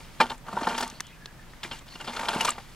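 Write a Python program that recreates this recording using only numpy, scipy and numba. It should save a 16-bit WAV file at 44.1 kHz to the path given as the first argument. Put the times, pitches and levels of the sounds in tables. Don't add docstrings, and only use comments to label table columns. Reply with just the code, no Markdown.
import sys
import numpy as np
from scipy import signal
from scipy.fft import rfft, irfft
from scipy.io import wavfile
from scipy.ndimage import uniform_filter1d
from numba import njit

SR = 44100
rng = np.random.default_rng(int(sys.argv[2]) if len(sys.argv) > 2 else 0)


def amplitude_ratio(level_db):
    exponent = np.asarray(level_db, float) / 20
    return 10 ** exponent


def wav_record(signal):
    frames = np.transpose(np.atleast_2d(signal))
    bounded = np.clip(frames, -1, 1)
    quanta = np.round(bounded * 32767).astype(np.int16)
    wavfile.write(sys.argv[1], SR, quanta)


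N = 121275
MID_ONLY = np.array([[1], [0]])


def unit(x):
    return x / np.sqrt(np.mean(x ** 2))


def curve(rows, col):
    rows = np.array(rows, float)
    return np.interp(np.arange(N) / SR, rows[:, 0], rows[:, col], left=-120, right=-120)


def on_log(table, hz):
    table = np.array(table, float)
    return np.interp(np.log(np.maximum(hz, 1)), np.log(table[:, 0]), table[:, 1])


def colour(x, table):
    hz = np.fft.rfftfreq(N, 1 / SR)
    return irfft(rfft(x) * amplitude_ratio(on_log(table, hz)), N)


def walk(rate_hz):
    k = int(SR / rate_hz)
    steps = np.repeat(rng.standard_normal(N // k + 1), k)
    return 1.2 * uniform_filter1d(uniform_filter1d(steps, k), k)[:N]


def clicks(times, sizes):
    return np.bincount(np.clip(times * SR, 0, N - 1).astype(int), sizes, N)


def ring(x, hz, t60):
    r = np.exp(-np.log(1000) / (t60 * SR))
    w = 2 * np.pi * min(hz, .45 * SR) / SR
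    return signal.lfilter([0, r * np.sin(w)], [1, -2 * r * np.cos(w), r * r], x)


@njit
def chips(at, hz, cycles, size, side, count):
    out = np.zeros((2, count))
    for g in range(len(at)):
        turn = np.exp((2j * np.pi - 1 / cycles[g]) * hz[g] / SR)
        z = size[g] + 0j
        for i in range(at[g], min(count, at[g] + int(6 * cycles[g] * SR / hz[g]))):
            out[0, i] += z.imag
            out[1, i] += z.imag * side[g]
            z *= turn
    return out


# f/Hz, level/dB
AIR = [(12, -31), (20, 1), (95, -13.5), (133, -7.5), (441, -23.5), (535, -22.5), (1820, -25), (4000, -32.5),
       (15600, -41)]
# f/Hz, likeness [0..1]
AIR_ALIKE = [(30, 0.85), (300, 0.6), (2000, 0.6), (12000, 0.062)]


def air():
    alike = np.clip(on_log(AIR_ALIKE, np.fft.rfftfreq(N, 1 / SR)), 0, 1)
    mid, side = (rfft(colour(rng.standard_normal(N), AIR)) for _ in range(2))
    both = irfft(mid * np.sqrt(1 + alike) + np.array([[1], [-1]]) * side * np.sqrt(1 - alike), N)
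    return unit(both) * amplitude_ratio(-48 + .5 * walk(7.04))


# t/s, length/s, squeak f/Hz, width/Hz, level/dB
GLOVE = [(.93, .07, 4500, 90, -56), (0.937, 0.054, 4150, 150, -59), (1.009, .1, 3020, 140, -58),
         (1.03, 0.11, 3330, 90, -60), (1.06, .06, 3800, 300, -62), (1.095, .03, 2040, 120, -53.5),
         (1.1, .08, 2500, 70, -60.5), (1.137, 0.22, 1690, 80, -58.5), (1.378, .07, 1770, 110, -59.5),
         (1.874, 0.023, 3640, 600, -53), (1.892, 0.068, 4350, 300, -52)]


def glove():
    t, out = np.arange(N) / SR, 0
    for start, length, hz, width_hz, db in GLOVE:
        swell = np.sin(np.pi * np.clip((t - start) / length, 0, 1)) ** .5
        squeak = unit(ring(rng.standard_normal(N), hz, np.log(1000) / (np.pi * width_hz)))
        out = out + squeak * swell * amplitude_ratio(db + 1.6 * walk(60.1))
    return out


# t/s, level/dB, f/Hz, ring t60/s
PEBBLES = [(0.38, -37, 7900, 0.0019), (0.8, -26, 15600, .008), (.878, -20.5, 7900, 0.00085),
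           (1.005, -8.5, 6000, 0.00074), (1.006, -22.5, 1600, 0.0048), (1.068, -29, 6750, 0.00092),
           (1.258, -19.5, 4150, 0.0015), (.569, -22.5, 950, 0.061), (.71, -26, 920, 0.043),
           (.808, -31, 1500, 0.04), (2.407, -21, 2920, 0.047), (2.285, -26.5, 4000, 0.018),
           (0.54, -28, 210, 0.11), (0.62, -22, 265, 0.053), (1.535, -34.5, 1900, 0.004),
           (2.36, -15.5, 185, 0.06), (2.363, -18.5, 193, 0.082), (2.485, -19, 1150, 0.036),
           (2.49, -22.5, 1210, 0.028), (0.9, -22, 6000, 0.0011), (1, -27, 2150, .012),
           (2.17, -25, 1405, 0.033), (.926, -36, 255, 0.04), (1.6501, -40, 337, 0.06),
           (0.61, -34, 5300, 0.00087), (2.4925, -11.5, 8800, 0.0011), (2.505, -15.5, 7600, .012)]


def pebbles():
    four_hits = np.repeat(np.array(PEBBLES, float), 4, axis=0)
    start, db, hz, t60 = four_hits.T.reshape(4, -1, 4)
    bounce_s = np.array([0, .0004, .0017, .004])
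    at = ((start + bounce_s) * SR).astype(np.int64).ravel()
    size = (amplitude_ratio(db) * np.array([0.34, -1.09, 0.53, 0.44])).ravel()
    cycles = (t60 * hz).ravel() / np.log(1000)
    return chips(at, hz.ravel(), cycles, size, 0 * size, N)[0]


GRAIN_PAN = 0.25
# f/Hz, level/dB per Hz
GRIT = [(1000, -6.5), (2500, -7.5), (7000, -6.5), (11000, -11.5), (15500, -26)]


def hiss():
    return np.array([unit(colour(rng.standard_normal(N), GRIT)) * share for share in (1, GRAIN_PAN)])


def gravel(times, sizes):
    luck = rng.standard_normal((len(times), 3))
    at = np.clip(times * SR, 0, N - 1).astype(np.int64)
    hz = np.clip(3500 * 2 ** (0.774 * luck[:, 0]), 800, .35 * SR)
    cycles = 6.05 / 3 * amplitude_ratio(6.3 * luck[:, 1])
    return chips(at, hz, cycles, sizes * amplitude_ratio(on_log(GRIT, hz) * 0.26), GRAIN_PAN * luck[:, 2], N)


def body(modes, times, sizes, spread_db, struck_hz=None):
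    luck = rng.standard_normal((len(times), len(modes), 2))
    gain = amplitude_ratio(spread_db * luck[..., 0]) * np.sign(luck[..., 1])
    if struck_hz is not None:
        octaves = np.log2(np.array(modes)[:, 0] / struck_hz[:, None])
        gain = gain * (0.41 + np.exp(-(octaves / 0.18) ** 2))
    out = 0
    for k, (hz, db, t60) in enumerate(modes):
        out = out + amplitude_ratio(db) * ring(clicks(times, sizes * gain[:, k]), hz, t60)
    return out


# f/Hz, level/dB, t60/s
HEAD = [(196, -8, 0.065), (241.6, -8.5, 0.16), (371.6, -10.5, 0.074), (480.3, -4.5, 0.045),
        (600, -3, 0.038), (701, -5, 0.075), (825, 3, 0.024), (905, 4.5, 0.065), (1043, 3, 0.021),
        (1177, 0.5, 0.04), (1402, 5, 0.02), (1580, -5, 0.038), (1793, -5, 0.031)]


def ring_head(times, sizes, spread_db):
    return body(HEAD, times, sizes, spread_db)


# f/Hz, level/dB, t60/s
TINES = [(2104, 0, 0.012), (2376, -7, 0.035), (2816, -4, 0.033), (3124, -4.5, 0.022), (3500, 4.5, 0.0057),
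         (4234, -4, 0.017), (4700, -5, 0.018), (5140, -7, 0.024), (7700, -13.5, 0.0085)]


def ring_tines(times, sizes, struck_hz=None):
    return body(TINES, times, sizes, 3.0, struck_hz)


def scattered(per_s, skew_db):
    luck = rng.random((int(per_s * N / SR), 2))
    return luck[:, 0] * N / SR, amplitude_ratio(-skew_db * np.log(luck[:, 1] + 0.0015))


# t/s, tine pressure as head rumble level/dB, dirt flow as grit level/dB
DRAGS = [
    [(0, -60, -51), (.1, -62, -59.5), (.2, -58, -54.5), (.225, -28, -42), (.285, -44, -52.5),
     (.32, -38, -47.5), (.36, -49, -54.5)],
    [(.44, -55, -74), (.47, -51, -56), (.6, -36, -45.5), (.7, -38, -44), (.84, -39.5, -39),
     (.88, -48, -49.5), (1.0, -57, -59.5)],
    [(1.0, -69, -58.5), (1.3, -70, -68.5), (1.62, -61, -61.5), (1.65, -42.5, -44), (1.7, -52, -54.5),
     (1.73, -46, -45), (1.79, -62, -52), (1.825, -70, -66)],
    [(1.86, -69, -56), (2.1, -45, -47.5), (2.25, -37, -43), (2.38, -32.5, -41), (2.5, -47, -36),
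     (2.54, -55, -52), (2.62, -64, -55.5), (2.75, -63, -58.5)],
]


def drag():
    press, flow = (sum(amplitude_ratio(curve(rows, col)) for rows in DRAGS) for col in (1, 2))
    head = unit(ring_head(*scattered(500, 2.53), spread_db=0.0))
    times, tine_sizes = scattered(1500, 3)
    grit = unit(gravel(times, tine_sizes ** (2.5 / 3)))
    tines = unit(ring_tines(times, tine_sizes))
    steel = press * amplitude_ratio(-1.0 + 1.6 * walk(60)) * head + flow * amplitude_ratio(-4.5 + 2.7 * walk(50)) * tines
    dirt = amplitude_ratio(-5.5 + 2.0 * walk(50)) * grit + amplitude_ratio(-5 + 0.96 * walk(45.4)) * hiss()
    return steel * MID_ONLY + flow * dirt


# t/s, head level/dB, tines
# level/dB re head, grit level/dB re head, struck tine f/Hz
CATCHES = [(0.201, -3, -11.5, -27, 2300), (0.21, -7, -4, -31.5, 2520), (0.297, -31, 3, -16, 3800),
           (0.303, -23, -17, -28, 3300), (0.314, -24.5, -10, -30, 3280), (0.482, -25, -20, -27, 2770),
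           (0.526, -23.5, -24, -22.5, 3610), (0.566, -16.5, -31, -52, 2100),
           (0.61, -21.5, -20, -24, 2510), (0.669, -11.5, -18.5, -28.5, 3730),
           (0.683, -23.5, -9, -17, 4380), (0.707, -21, -19, -27, 2840),
           (0.744, -21.5, -7.5, -36, 2930), (0.777, -20.5, -9, -10, 2760),
           (0.805, -19, -18, -15, 4010), (0.824, -14.5, -15, -21.5, 4270),
           (1.631, -30, 1.5, -7.5, 3360), (1.644, -30, 2, -22, 2200), (1.712, -25, 1, -45, 3000),
                  (1.879, -55, 12, -15, 3270), (1.953, -32.5, -0.5, -21, 2620),
                  (2.007, -27, -8.5, -22.5, 2860), (2.043, -31, -3, -17, 5040),
                  (2.077, -21.5, -6.5, -36, 3680), (2.133, -32.5, 2, -12, 2103),
                  (2.163, -25.5, -1, -15, 4170), (2.191, -20, -18, -18, 2250), (2.228, -24, -27, -20, 3300),
                  (2.283, -15, -3.5, -17, 3100), (2.361, -17.5, -20, -37, 2800),
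                  (2.406, -18.5, 0.5, -9.5, 2680), (2.446, -15, -23, -9.5, 2750),
                  (2.475, -20, -2, -17.5, 2400), (2.486, -22, -4, -15, 2850), (2.553, -34, -24, -29, 2340),
                  (2.579, -29, -10, -21, 2070)]
SCUFFS = [(0.221, -19, -6, -29, 3200), (.462, -30, -20, -29, 2800), (.583, -26.5, -13, -26.5, 3290),
          (0.626, -24.5, -6, -21.5, 4000), (0.64, -24.5, -10, -19, 2820), (.69, -23.5, -8, -17.5, 2840),
          (.833, -30, -10, -13.5, 2990), (0.861, -32.5, -14, -20, 2800), (1.655, -39, 0, -14, 2180),
          (1.724, -33.5, 1.5, -19, 2800), (1.805, -39.5, -10, -18, 2100), (1.998, -31, -5, -23, 2860),
          (2.07, -25, -6, -23, 3120), (2.09, -23.5, -7, -25, 3680), (2.145, -32.5, -3, -12, 2100),
          (2.17, -27, -13, -20, 2100), (2.205, -26, -10, -13.5, 5000), (2.243, -24.5, -16, -19.5, 2400),
          (2.296, -28, -7, -12, 2800), (2.328, -20.5, -9, -17, 3000), (2.343, -21, -12, -16, 3500),
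          (2.373, -25.5, -18, -18, 2270), (2.393, -29, -10, -17, 2320), (2.42, -22.5, -19, -20.5, 2800),
          (2.461, -23.5, -8, -16, 2800), (2.509, -31, -8, -15, 2400), (2.529, -39, -14, -13, 2030),
          (2.595, -38.5, -12, -14, 2060)]


def catches():
    rows = np.array([*CATCHES, *SCUFFS], float)
    is_catch = np.arange(len(rows)) < len(rows) - len(SCUFFS)
    length_s = np.where(is_catch, .013, .024)[:, None]
    knocks = 16
    luck = rng.random((len(rows), knocks, 2))
    late = ((np.arange(knocks) + luck[..., 0]) / knocks) ** 1.3
    times = (rows[:, :1] + late * length_s).ravel()
    swell = (1 - np.exp(-late / .12)) * np.exp(-late / 0.54)
    size = swell * amplitude_ratio(rows[:, 1:2] + 4.73 * luck[..., 1])
    head = amplitude_ratio(-20.5) * ring_head(times, size.ravel(), spread_db=4.0)
    tine_size = (size * amplitude_ratio(rows[:, 2:3])).ravel()
    tines = amplitude_ratio(-7.5) * ring_tines(times, tine_size, np.repeat(rows[:, 4], knocks))
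    grit_size = (size * np.sin(np.pi * late) * amplitude_ratio(rows[:, 3:4] + 2.5)).ravel()
    puff = signal.lfilter([1], [1, -np.exp(-1 / (0.0038 * SR))], clicks(times, grit_size))
    spit = amplitude_ratio(-10.5) * uniform_filter1d(puff, size=90) * hiss()
    return (head + tines) * MID_ONLY + spit + amplitude_ratio(12.5) * gravel(times, grit_size)


def scene():
    mid, side = catches() + drag()
    mid = mid + pebbles() + glove()
    hz = np.fft.rfftfreq(N, 1 / SR)
    ports = np.array([[.5], [-.5]])
    low_cut = 1 / np.sqrt(1 + (163 / (hz + 1)) ** 4)
    treble = amplitude_ratio(ports * 3.5 * hz / 12000)
    lead = np.exp(2j * np.pi * hz * ports * 2.7e-5)
    heard = rfft(mid + 2 * ports * side) * treble * lead
    return irfft(heard * low_cut, N) + air()


def roll_off(x):
    return signal.sosfilt(signal.butter(12, 15730, fs=SR, output="sos"), x)


def record(dry):
    top_cut = signal.ellip(10, .2, 70, 15750, fs=SR, output="sos")
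    mix = signal.sosfilt(top_cut, dry)
    return roll_off(mix)


dry = scene()
out = record(dry)
wav_record(out)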